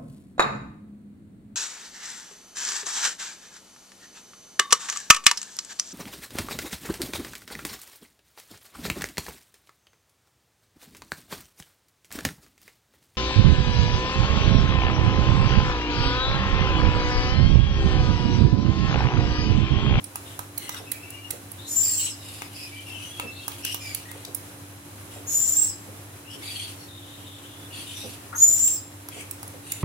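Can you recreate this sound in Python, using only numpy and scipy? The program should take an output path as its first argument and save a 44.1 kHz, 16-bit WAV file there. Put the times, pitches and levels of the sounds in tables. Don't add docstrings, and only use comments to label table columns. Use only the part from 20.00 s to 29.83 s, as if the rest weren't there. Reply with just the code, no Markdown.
import sys
import numpy as np
from scipy import signal
from scipy.fft import rfft, irfft, next_fast_len
from scipy.io import wavfile
from scipy.ndimage import uniform_filter1d

SR = 44100
rng = np.random.default_rng(int(sys.argv[2]) if len(sys.argv) > 2 else 0)


def bounce(signal):
    frames = np.transpose(np.atleast_2d(signal))
    limited = np.clip(frames, -1, 1)
    pcm = np.round(limited * 32767).astype(np.int16)
    wavfile.write(sys.argv[1], SR, pcm)


N = 433503
T = np.arange(N) / SR


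def undb(db):
    return 10 ** (np.asarray(db) / 20)


def unit(x):
    return x / np.sqrt(np.mean(np.abs(x) ** 2))


def colour(x, points):
    hz, db = np.transpose(points)
    size = next_fast_len(x.shape[-1] + 256)
    f = np.maximum(np.arange(size // 2 + 1) * SR / size, 1)
    gain = undb(np.interp(np.log(f), np.log(hz), db))
    return irfft(rfft(x, size) * gain, size)[..., :x.shape[-1]]


def flutter(size, width_hz):
    pole = np.exp(-np.pi * width_hz * np.sqrt(2) / SR)
    lead = SR // 10
    z = rng.standard_normal(size + lead) + 1j * rng.standard_normal(size + lead)
    return unit(signal.lfilter([1], [1, -2 * pole, pole ** 2], z)[lead:])


def waver(size, width_hz):
    return unit(flutter(size, width_hz).real)


def phasor(hz):
    return np.exp(2j * np.pi * np.cumsum(hz) / SR)


def resonance(hz, width_hz):
    return unit((phasor(hz) * flutter(len(hz), width_hz)).real)


def unit_onset(x):
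    return x / np.std(x[:SR // 200])


def pan(left_minus_right_db):
    return undb(np.array([[left_minus_right_db], [-left_minus_right_db]]) / 2)


def add(out, start_s, x):
    i = max(int(start_s * SR), 0)
    out[..., i:i + x.shape[-1]] += x[..., :max(N - i, 0)]


def fan(rush_db=-47.5, waver_db=1):
    # (frequency [Hz], width [Hz], level [dB])
    hum_lines = [(99.5, 0.53, -50), (96.3, 7.13, -55.5), (111.9, 1, -56.5), (150.7, 0.99, -64.5),
                 (249.5, 0.91, -66.5), (289, 3.75, -53.5), (353, 5.66, -65), (536, 2.84, -68.5),
                 (4040, 36, -68.5)]
    # (frequency [Hz], relative spectral density [dB])
    air_spectrum = [(18, -75), (30, -54), (70, -7.5), (79, -7.5), (100, -5.5), (131, -7.5), (259, -11.5),
                    (287, -5.5), (437, -13), (740, -14.5), (2170, -21.5), (3580, -24), (4300, -27),
                    (10800, -23), (16000, -33)]
    # (frequency [Hz], side minus mid [dB])
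    side_spectrum = [(60, -12), (200, -13), (380, -7.5), (700, -3), (1300, 0.5), (16000, 0.5)]
    hum, knots = 0, T[::441]
    for hz, width, db in hum_lines:
        drift = unit(uniform_filter1d(rng.standard_normal(len(knots)), size=6))
        line = phasor(hz + width * np.interp(T, knots, drift) / 2).imag
        hum = hum + undb(db) * np.sqrt(2) * line
    mid, side = unit(colour(rng.standard_normal((2, N)), air_spectrum))
    rush = mid + colour(side, side_spectrum) * np.array([[1], [-1]])
    return hum + undb(rush_db + waver_db * waver(N, 6.2)) * rush


def snap(beak_hz, hold_s, t60_s, rise_s, crackle_db, body_db, crack_s=0.00066, width_hz=1000):
    # (frequency [Hz], gain [dB])
    click_spectrum = [(150, -11), (900, -12.5), (2200, 3), (3500, -0.5), (4800, -0.5), (7500, -3),
                      (10000, -7), (13000, -5.5), (15000, -10), (16000, 0)]
    t = T[:SR // 10]
    grains = unit(rng.standard_normal(len(t)) * undb(4 * waver(len(t), 1100)))
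    crackle = grains * undb(crackle_db - 60 * np.maximum(t - hold_s, 0) / t60_s)
    crack = rng.standard_normal(len(t)) * np.exp(-t / crack_s)
    burst = (crack + crackle) * (1 - np.exp(-t / rise_s))
    click = colour(colour(burst, click_spectrum), [(5300, body_db), (8300, 0)])
    horn = signal.lfilter(*signal.iirpeak(beak_hz, beak_hz / width_hz, fs=SR), click)
    return unit_onset(click + undb(5) * horn)


def smacks(width_hz=250, mouth_t60_s=0.027, octave_db=-4):
    # (time [s], level [dB], crackle hold [s], body re treble [dB], mouth resonance [Hz],
    # mouth re crackle [dB], beak resonance [Hz], left minus right [dB])
    partings = [(0.0416, -36.5, 0.0032, -5, 9560, 5.5, 9250, -4),
                (0.5765, -24, .005, -15.5, 2160, -14.5, 9700, -4),
                (0.744, -38, .002, -8, 1560, -1, 6040, 0),
                (0.9157, -22.5, .005, -11, 1970, -17, 10800, -3.5),
                (1.103, -35.5, 0.0023, -13, 2350, -19, 9700, -2),
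                (1.305, -23.5, 0.0048, -10, 2020, -18, 10000, -3),
                (1.516, -33.5, 0.0017, -16, 9900, -15, 10600, -4),
                (3.517, -38, 0.0022, 1, 3120, -10, 9500, -4), (3.6486, -22, .002, -7, 3190, -12, 11800, 2),
                (3.9463, -20.5, 0.0039, -12, 2240, -21, 10300, -1),
                (4.249, -34, 0.0025, -4, 3880, -5.5, 4500, 3),
                (4.346, -23, 0.0038, -22.5, 5200, -20, 9700, -3), (8.13, -51, .002, -3, 2720, -1, 9500, 1),
                (8.678, -30, 0.0025, -9, 3150, -7.5, 10900, -4),
                (9.31, -26.5, 0.0022, -19, 2680, -19, 8600, -2),
                (9.477, -36, .002, -15, 2970, -22, 10300, 0),
                (9.719, -22.5, .003, -9.5, 7180, -9, 11000, -0.5)]
    out = np.zeros((2, N))
    t = T[:SR // 10]
    for start, db, hold_s, body_db, mouth_hz, mouth_db, beak_hz, pan_db in partings:
        lower = resonance(np.full(len(t), mouth_hz), width_hz)
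        upper = resonance(np.full(len(t), 2 * mouth_hz), width_hz)
        mouth = unit_onset((lower + undb(octave_db) * upper) * undb(-60 * t / mouth_t60_s))
        crackle = snap(beak_hz, hold_s, t60_s=0.01, rise_s=0.002, crackle_db=-1, body_db=body_db)
        add(out, start, undb(db) * pan(pan_db) * (crackle + undb(mouth_db) * mouth))
    return out


def taps(detune=0.023):
    # (time [s], relative snap level [dB], knock level [dB], beak resonance [Hz],
    # left minus right [dB])
    impacts = [(.157, -23.5, -36.5, 9970, -2), (.392, -25, -33.5, 9500, -5), (.693, -25, -36, 6250, -5),
               (2.42, -30.5, -37, 2300, 6), (3.1978, -21.5, -30.5, 2720, 1), (3.4802, -23, -33.5, 9600, -3),
               (3.745, -24, -38, 12000, -5), (4.115, -33.5, -49, 9700, -6), (9.087, -31, -42.5, 10500, 3),
               (9.43, -31, -43.5, 10200, 0)]
    # (frequency [Hz], relative level [dB], t60 [s])
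    cup_modes = [(820, -8, 0.034), (975, 1.5, 0.026), (1245, 7, 0.02), (1540, -8, 0.027),
                 (1770, -22, 0.026)]
    out = np.zeros((2, N))
    t = T[:SR // 10]
    for start, snap_db, knock_db, beak_hz, pan_db in impacts:
        knock = 0
        for hz, db, t60_s in cup_modes:
            mode_hz = hz * (1 + detune * rng.standard_normal())
            knock = knock + undb(db - 60 * t / t60_s) * np.sin(2 * np.pi * mode_hz * t)
        click = snap(beak_hz, hold_s=.0006, t60_s=0.028, rise_s=.0001, crackle_db=-15, body_db=-7.5)
        add(out, start, undb(snap_db - 3) * pan(pan_db) * click)
        add(out, start, undb(knock_db) * unit_onset(knock))
    return out


def rasp(size, depth_db, width_hz=159):
    return unit(undb(depth_db * waver(size, width_hz)))


def throat_tone(length_s, start_hz, end_hz, width_hz, wander=0.0077, surge_db=1.5, octave_db=-17):
    size = int(length_s * SR)
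    pressure = waver(size, 22)
    hz = np.linspace(start_hz, end_hz, size) * (1 + wander * pressure)
    core = flutter(size, width_hz / 2)
    breathy_fringe = 0.19 * flutter(size, 600)
    jet = phasor(hz) * (core + breathy_fringe) * undb(surge_db * pressure)
    return signal.windows.tukey(size, .5) * (unit(jet.real) + undb(octave_db) * unit((jet ** 2).real))


def hisses(shapes=5, uneven_db=3.5, width_hz=580, upper_db=-1.5):
    # (start [s], end [s], relative air level [dB], throat level [dB],
    # lower resonance start [Hz], end [Hz], upper resonance start [Hz], end [Hz])
    breaths = [(0.24, 0.361, -50, -50, 2900, 3300, 3500, 3900),
               (0.576, 0.718, -44, -47, 3095, 2900, 4160, 4130),
               (0.686, 0.827, -42, -46, 3920, 3550, 5980, 5300),
               (1.797, 1.995, -41, -40, 5020, 4340, 5340, 5300),
               (1.959, 2.124, -38.5, -40.5, 3130, 2755, 4520, 3790),
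               (2.156, 2.517, -43.5, -52, 3790, 3620, 5130, 4910),
               (2.526, 2.685, -48, -45, 4730, 5110, 5150, 5320),
               (2.959, 3.13, -50, -50, 6000, 6130, 9200, 9400),
               (3.288, 3.473, -71, -49, 3620, 3840, 4010, 4400),
               (3.615, 3.783, -35.5, -40.5, 2944, 3116, 5460, 5970),
               (3.781, 3.97, -42.5, -43.5, 5380, 4550, 7200, 6800),
               (3.999, 4.294, -50, -62, 3220, 2950, 4300, 4050),
               (5.088, 5.209, -46.5, -58, 2910, 2700, 3880, 3580),
               (6.286, 6.378, -46.5, -48.5, 3090, 3245, 5240, 5480),
               (6.40, 6.6, -38.5, -46, 3680, 3180, 4670, 4600),
               (6.461, 6.531, -50, -40, 4000, 3050, 4700, 4550),
               (6.53, 6.67, -37, -38, 3036, 3374, 4340, 4440),
               (6.648, 6.75, -45, -50, 3050, 3170, 4500, 4500),
               (6.754, 6.893, -59, -55, 4370, 4370, 5700, 5500),
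               (6.867, 7.703, -56, -56, 3200, 3010, 3780, 3600),
               (7.714, 7.854, -39.5, -43, 3430, 3210, 4500, 4250),
               (7.848, 7.961, -43, -44, 2950, 3100, 3690, 3500),
               (7.93, 8.088, -43, -42.5, 3580, 3880, 5900, 5850),
               (9.095, 9.256, -40.5, -47, 2400, 2250, 3240, 3040),
               (9.602, 9.875, -41, -57.5, 2910, 2690, 4520, 4180)]
    # (frequency [Hz], gain [dB])
    breath_spectrum = [(1000, -55), (1800, 10.5), (2600, 19.5), (4000, 11), (5200, 12), (6500, 11),
                       (8200, 17.5), (10300, 15.5), (12500, 7), (15500, -3)]
    # (frequency re upper resonance [ratio], gain [dB])
    windpipe = [(.4, -3), (.5, -2), (.6, -1.5), (.75, -4), (.87, 4), (1, -2), (1.08, -12), (1.14, -23),
                (1.24, -12), (1.33, -1.5), (1.49, -0.5), (1.72, -6), (2, 2), (2.2, 0), (2.42, -1.5),
                (2.65, -1), (2.9, -2)]
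    out = np.zeros(N)
    mouth_hz = np.geomspace(1500, 15000, 40)
    for start, end, air_db, throat_db, low0, low1, high0, high1 in breaths:
        size = int((end - start) * SR)
        position, air = np.linspace(0, shapes - 1, size), 0
        for k, upper_hz in enumerate(np.linspace(high0, high1, shapes)):
            mouth = np.c_[mouth_hz, uneven_db * rng.standard_normal(len(mouth_hz))]
            share = np.maximum(1 - np.abs(position - k), 0)
            breath = colour(rng.standard_normal(size), breath_spectrum)
            stream = colour(breath, np.array(windpipe) * [upper_hz, 1])
            air = air + np.sqrt(share) * unit(colour(stream, mouth))
        air = undb(air_db - 1) * signal.windows.tukey(size, .7) * unit(air)
        lower = throat_tone(end - start, low0, low1, width_hz)
        upper = undb(upper_db) * throat_tone(end - start, high0, high1, width_hz)
        add(out, start, rasp(size, depth_db=3) * (air + undb(throat_db) * (lower + upper)))
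    return out


def wheezes(strand_ratio=.85, strand_db=-16.5):
    # (start [s], end [s], start pitch [Hz], end pitch [Hz],
    # level [dB], nominal width [Hz])
    breaths = [(0.592, 0.781, 2096, 2030, -44.5, 170), (0.841, 0.997, 2655, 2500, -46.5, 200),
               (.86, 1.244, 2325, 2348, -50, 60), (0.976, 1.15, 2600, 2770, -47.5, 200),
               (1.089, 1.31, 2840, 2780, -44.5, 90), (1.565, 1.715, 3600, 4100, -45, 600),
               (2.538, 2.699, 2656, 2480, -44.5, 190), (2.645, 2.86, 2320, 2320, -45.5, 100),
               (2.733, 2.864, 2950, 3130, -48, 420), (2.822, 3.055, 2790, 2562, -42, 110),
               (2.886, 3.11, 3100, 2905, -42, 280), (3.06, 3.22, 3326, 3310, -44, 160),
               (3.161, 3.33, 2720, 2637, -41, 80), (3.298, 3.5, 2655, 2700, -50.5, 80),
               (3.37, 3.635, 3280, 3390, -50.5, 400), (3.607, 3.768, 2647, 3006, -39.5, 420),
               (3.778, 3.973, 2454, 2203, -41, 110), (4.04, 4.153, 1850, 1990, -48.5, 350),
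               (6.232, 6.382, 2600, 3180, -46, 330), (6.405, 6.518, 2150, 2404, -44, 220),
               (6.857, 7.015, 3720, 3660, -48.5, 402), (6.986, 7.2, 3490, 3830, -50.5, 550),
               (7.214, 7.435, 3730, 3420, -49.5, 650), (7.404, 7.708, 3240, 3550, -52, 800),
               (7.688, 7.815, 2776, 2760, -45, 400)]
    out = np.zeros(N)
    for start, end, hz0, hz1, db, width in breaths:
        main = throat_tone(end - start, hz0, hz1, width)
        strand = throat_tone(end - start, hz0 * strand_ratio, hz1 * strand_ratio, width * 1.5)
        add(out, start, undb(db) * (main + undb(strand_db) * strand))
    return out


def scrapes(centre_hz=1320, width_hz=450):
    # (start [s], end [s], level [dB])
    drags = [(0.729, 0.805, -45), (8.319, 8.369, -35.5)]
    out = np.zeros(N)
    for start, end, db in drags:
        size = int((end - start) * SR)
        rub = resonance(np.full(size, centre_hz), width_hz)
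        add(out, start, undb(db) * signal.windows.tukey(size, .5) * rub)
    return out


def swallows_and_rustles(width_hz=280, fall=0.404, decay_s=0.0448, rise_s=0.002):
    # (time [s], relative level [dB], mid-glide pitch [Hz])
    throat_sounds = [(.798, -44, 432), (1.328, -45, 476), (3.232, -41, 370.4), (4.149, -48.5, 492),
                     (4.271, -47.5, 407), (5.16, -44.5, 439), (5.876, -45, 392.5), (6.353, -46, 335.6),
                     (8.037, -40, 364.4), (9.16, -45, 419), (9.54, -47, 383)]
    out = np.zeros(N)
    t = T[:SR // 5]
    attack, decay = 1 - np.exp(-t / rise_s), np.exp(-t / decay_s)
    for start, db, hz in throat_sounds:
        throat = resonance(hz * (1 + fall * (decay - .5)), width_hz)
        add(out, start, undb(db) * throat * attack * decay)
    return colour(out, [(60, -11), (250, 2.5)])


def whistle(curve, core_hz=115, fringe_hz=340, jitter_hz=35, sputter_db=4, hiss_db=-31.5,
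            attack_s=.06, release_s=0.085, octave_edge_hz=15100):
    # (frequency [Hz], gain [dB])
    hiss_spectrum = [(1500, -15), (3000, -10), (4800, -6), (5450, 4.5), (7400, 7.5), (8500, 6), (9800, 0),
                     (11200, 2.5), (12800, -9), (14500, -8), (15800, -17)]
    times, *columns = np.transpose(curve)
    t = np.arange(times[0], times[-1], 1 / SR)
    size = len(t)
    hz, db, roughness = (np.interp(t, times, column) for column in columns)
    steady, rough = np.sqrt(1 - roughness), np.sqrt(roughness)
    carrier = phasor(hz + jitter_hz * waver(size, 59.5))
    turbulence = steady * flutter(size, core_hz) + rough * flutter(size, fringe_hz)
    jet = carrier * (steady + rough * turbulence)
    jet = jet / np.sqrt(1 + np.abs(jet) ** 2 / 2)
    sputter = unit(undb(sputter_db * rough * np.tanh(waver(size, 80))))
    flow = np.minimum((t - t[0]) / attack_s, 1) * np.minimum((t[-1] - t) / release_s, 1)
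    breath = unit(colour(rng.standard_normal(size), hiss_spectrum)) * rasp(size, depth_db=1.5)
    octave_db = np.minimum(db - 4.5, -34) - 0.02 * np.maximum(2 * hz - octave_edge_hz, 0)
    octave = jet ** 2 * (1 + 0.55 * flutter(size, 450))
    tone = undb(db + 3) * unit(jet.real) + undb(octave_db) * unit(octave.real)
    return sputter * tone + flow * undb(hiss_db) * breath


def sigh(start_hz=5500, end_hz=4650, length_s=.08, level_db=-41, width_hz=240):
    along = np.linspace(0, 1, int(length_s * SR))
    hz = start_hz + (end_hz - start_hz) * along ** 2.2
    tone = phasor(hz) * (0.37 + flutter(len(along), width_hz))
    return undb(level_db) * signal.windows.tukey(len(along), .7) * unit(tone.real)


def begging_calls(overlap_s=0.066):
    # (time [s], pitch [Hz], relative level [dB], roughness [0-1])
    curves = [
        [(1.66, 6500, -55, .3), (1.685, 7050, -42, .3), (1.735, 7000, -31, .3), (1.765, 7200, -25, .15),
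         (1.79, 7260, -22.5, .1), (1.87, 7380, -25, .4), (1.97, 7520, -26, .6), (2.02, 7700, -30, .9),
         (2.08, 8050, -35, .95), (2.14, 8000, -50, .95)],
        [(5.262, 6600, -52, .3), (5.28, 6780, -35, .3), (5.311, 6850, -26, .4), (5.338, 6880, -26, .5),
         (5.365, 7100, -21.5, .4), (5.425, 7200, -24.5, .5), (5.48, 7170, -20.5, .4), (5.505, 7200, -27, .6),
         (5.525, 7170, -23, .5), (5.565, 7250, -31, .7), (5.571, 7480, -17.5, .1), (5.6, 7600, -22, .5),
         (5.665, 7680, -25, .8), (5.728, 7900, -44, .9)],
        [(8.347, 5950, -50, .2), (8.356, 6300, -34, .2), (8.375, 6650, -27, .3), (8.4, 6780, -25, .4),
         (8.411, 6950, -14.5, .05), (8.443, 7010, -14, .05), (8.478, 7070, -23, .4), (8.492, 7070, -14.5, .1),
         (8.505, 7100, -22, .5), (8.6, 7200, -21, .6), (8.65, 7380, -19.5, .5), (8.72, 7500, -22, .35),
         (8.745, 7520, -31, .8), (8.79, 7450, -46, .9)],
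    ]
    out = np.zeros(N)
    for curve in curves:
        add(out, curve[0][0], whistle(curve))
        add(out, curve[-1][0] - overlap_s, sigh())
    return out


def sips(bursts_per_s=900, spread_db=3, grain_s=0.0012, surge_db=2):
    # (start [s], end [s], level [dB])
    spells = [(2.148, 3.34, -47.5), (3.303, 4.105, -46.5), (6.355, 6.795, -46), (7.695, 8.206, -44)]
    # (frequency [Hz], gain [dB])
    wet_spectrum = [(800, -43), (2500, 16.5), (5500, 7), (8000, 7.5), (10000, 14), (15500, -5)]
    out = np.zeros(N)
    decay = np.exp(-T[:SR // 100] / grain_s)
    for start, end, db in spells:
        size = int((end - start) * SR)
        bursts = rng.random(size) < bursts_per_s / SR
        strength = undb(spread_db * np.minimum(rng.exponential(size=size), 4))
        grains = signal.fftconvolve(bursts * strength, decay)[:size] * rng.standard_normal(size)
        crackle = colour(grains * undb(surge_db * waver(size, 4.3)), wet_spectrum)
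        add(out, start, undb(db) * unit(crackle) * signal.windows.tukey(size, .4))
    return out


def room(x, early_db, early_s, tail_db, t60_s, treble_t60_ratio=0.78):
    t = T[:SR // 2]
    reflections = unit(rng.standard_normal((2, len(t))) * np.exp(-t / early_s) * (t > .001))
    near = undb(early_db) * reflections / np.sqrt(2 * len(t))
    near[0, 0] += 1
    power = np.sum(near ** 2, axis=1, keepdims=True)
    for _ in range(4):
        spectrum = rfft(near)
        band_power = uniform_filter1d(np.abs(spectrum) ** 2, size=140, axis=1)
        near = irfft(spectrum * np.sqrt(power / band_power), len(t)) * (t < .1)
    diffuse = rng.standard_normal((2, len(t)))
    low = colour(diffuse, [(7000, -1.5), (11000, -36), (15000, -19)])
    treble = (diffuse - low) / 2
    decay_db = -60 * t / t60_s
    tail = (low * undb(decay_db) + treble * undb(decay_db / treble_t60_ratio)) * (t > .008)
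    early = near[0] + near[1] * np.array([[1], [-1]])
    response = early + undb(tail_db) * unit(tail) / np.sqrt(len(t))
    return signal.fftconvolve(np.broadcast_to(x, (2, N)), response, axes=1)[:, :N]


def scene(left_lag_s=0.0002):
    voice_and_sips = begging_calls() + wheezes() + hisses() + sips() + scrapes()
    owl = undb(-8.5) * room(voice_and_sips, early_db=6.5, early_s=0.0081, tail_db=-3.5, t60_s=0.43)
    left, right = smacks() + taps()
    clicks = np.array([np.roll(left, int(left_lag_s * SR)), right])
    beak = room(clicks, early_db=-1.5, early_s=0.0013, tail_db=-6, t60_s=0.33)
    throat = room(swallows_and_rustles(), early_db=-1, early_s=0.0063, tail_db=-27, t60_s=1.0)
    return owl + beak + throat + fan()


def record(dry, cutoff_hz=16000):
    # (frequency [Hz], left minus right [dB])
    imbalance = [(100, 0), (1200, 0.5), (2400, 4), (5000, 0), (8000, 0), (10500, -7.5), (15000, -7)]
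    left = colour(dry[0], [(hz, db / 2) for hz, db in imbalance])
    right = colour(dry[1], [(hz, -db / 2) for hz, db in imbalance])
    low_pass = signal.firwin(161, cutoff_hz, fs=SR)
    return signal.fftconvolve(np.array([left, right]), low_pass[None], mode="same", axes=1)


dry = scene()
out = record(dry)
bounce(out)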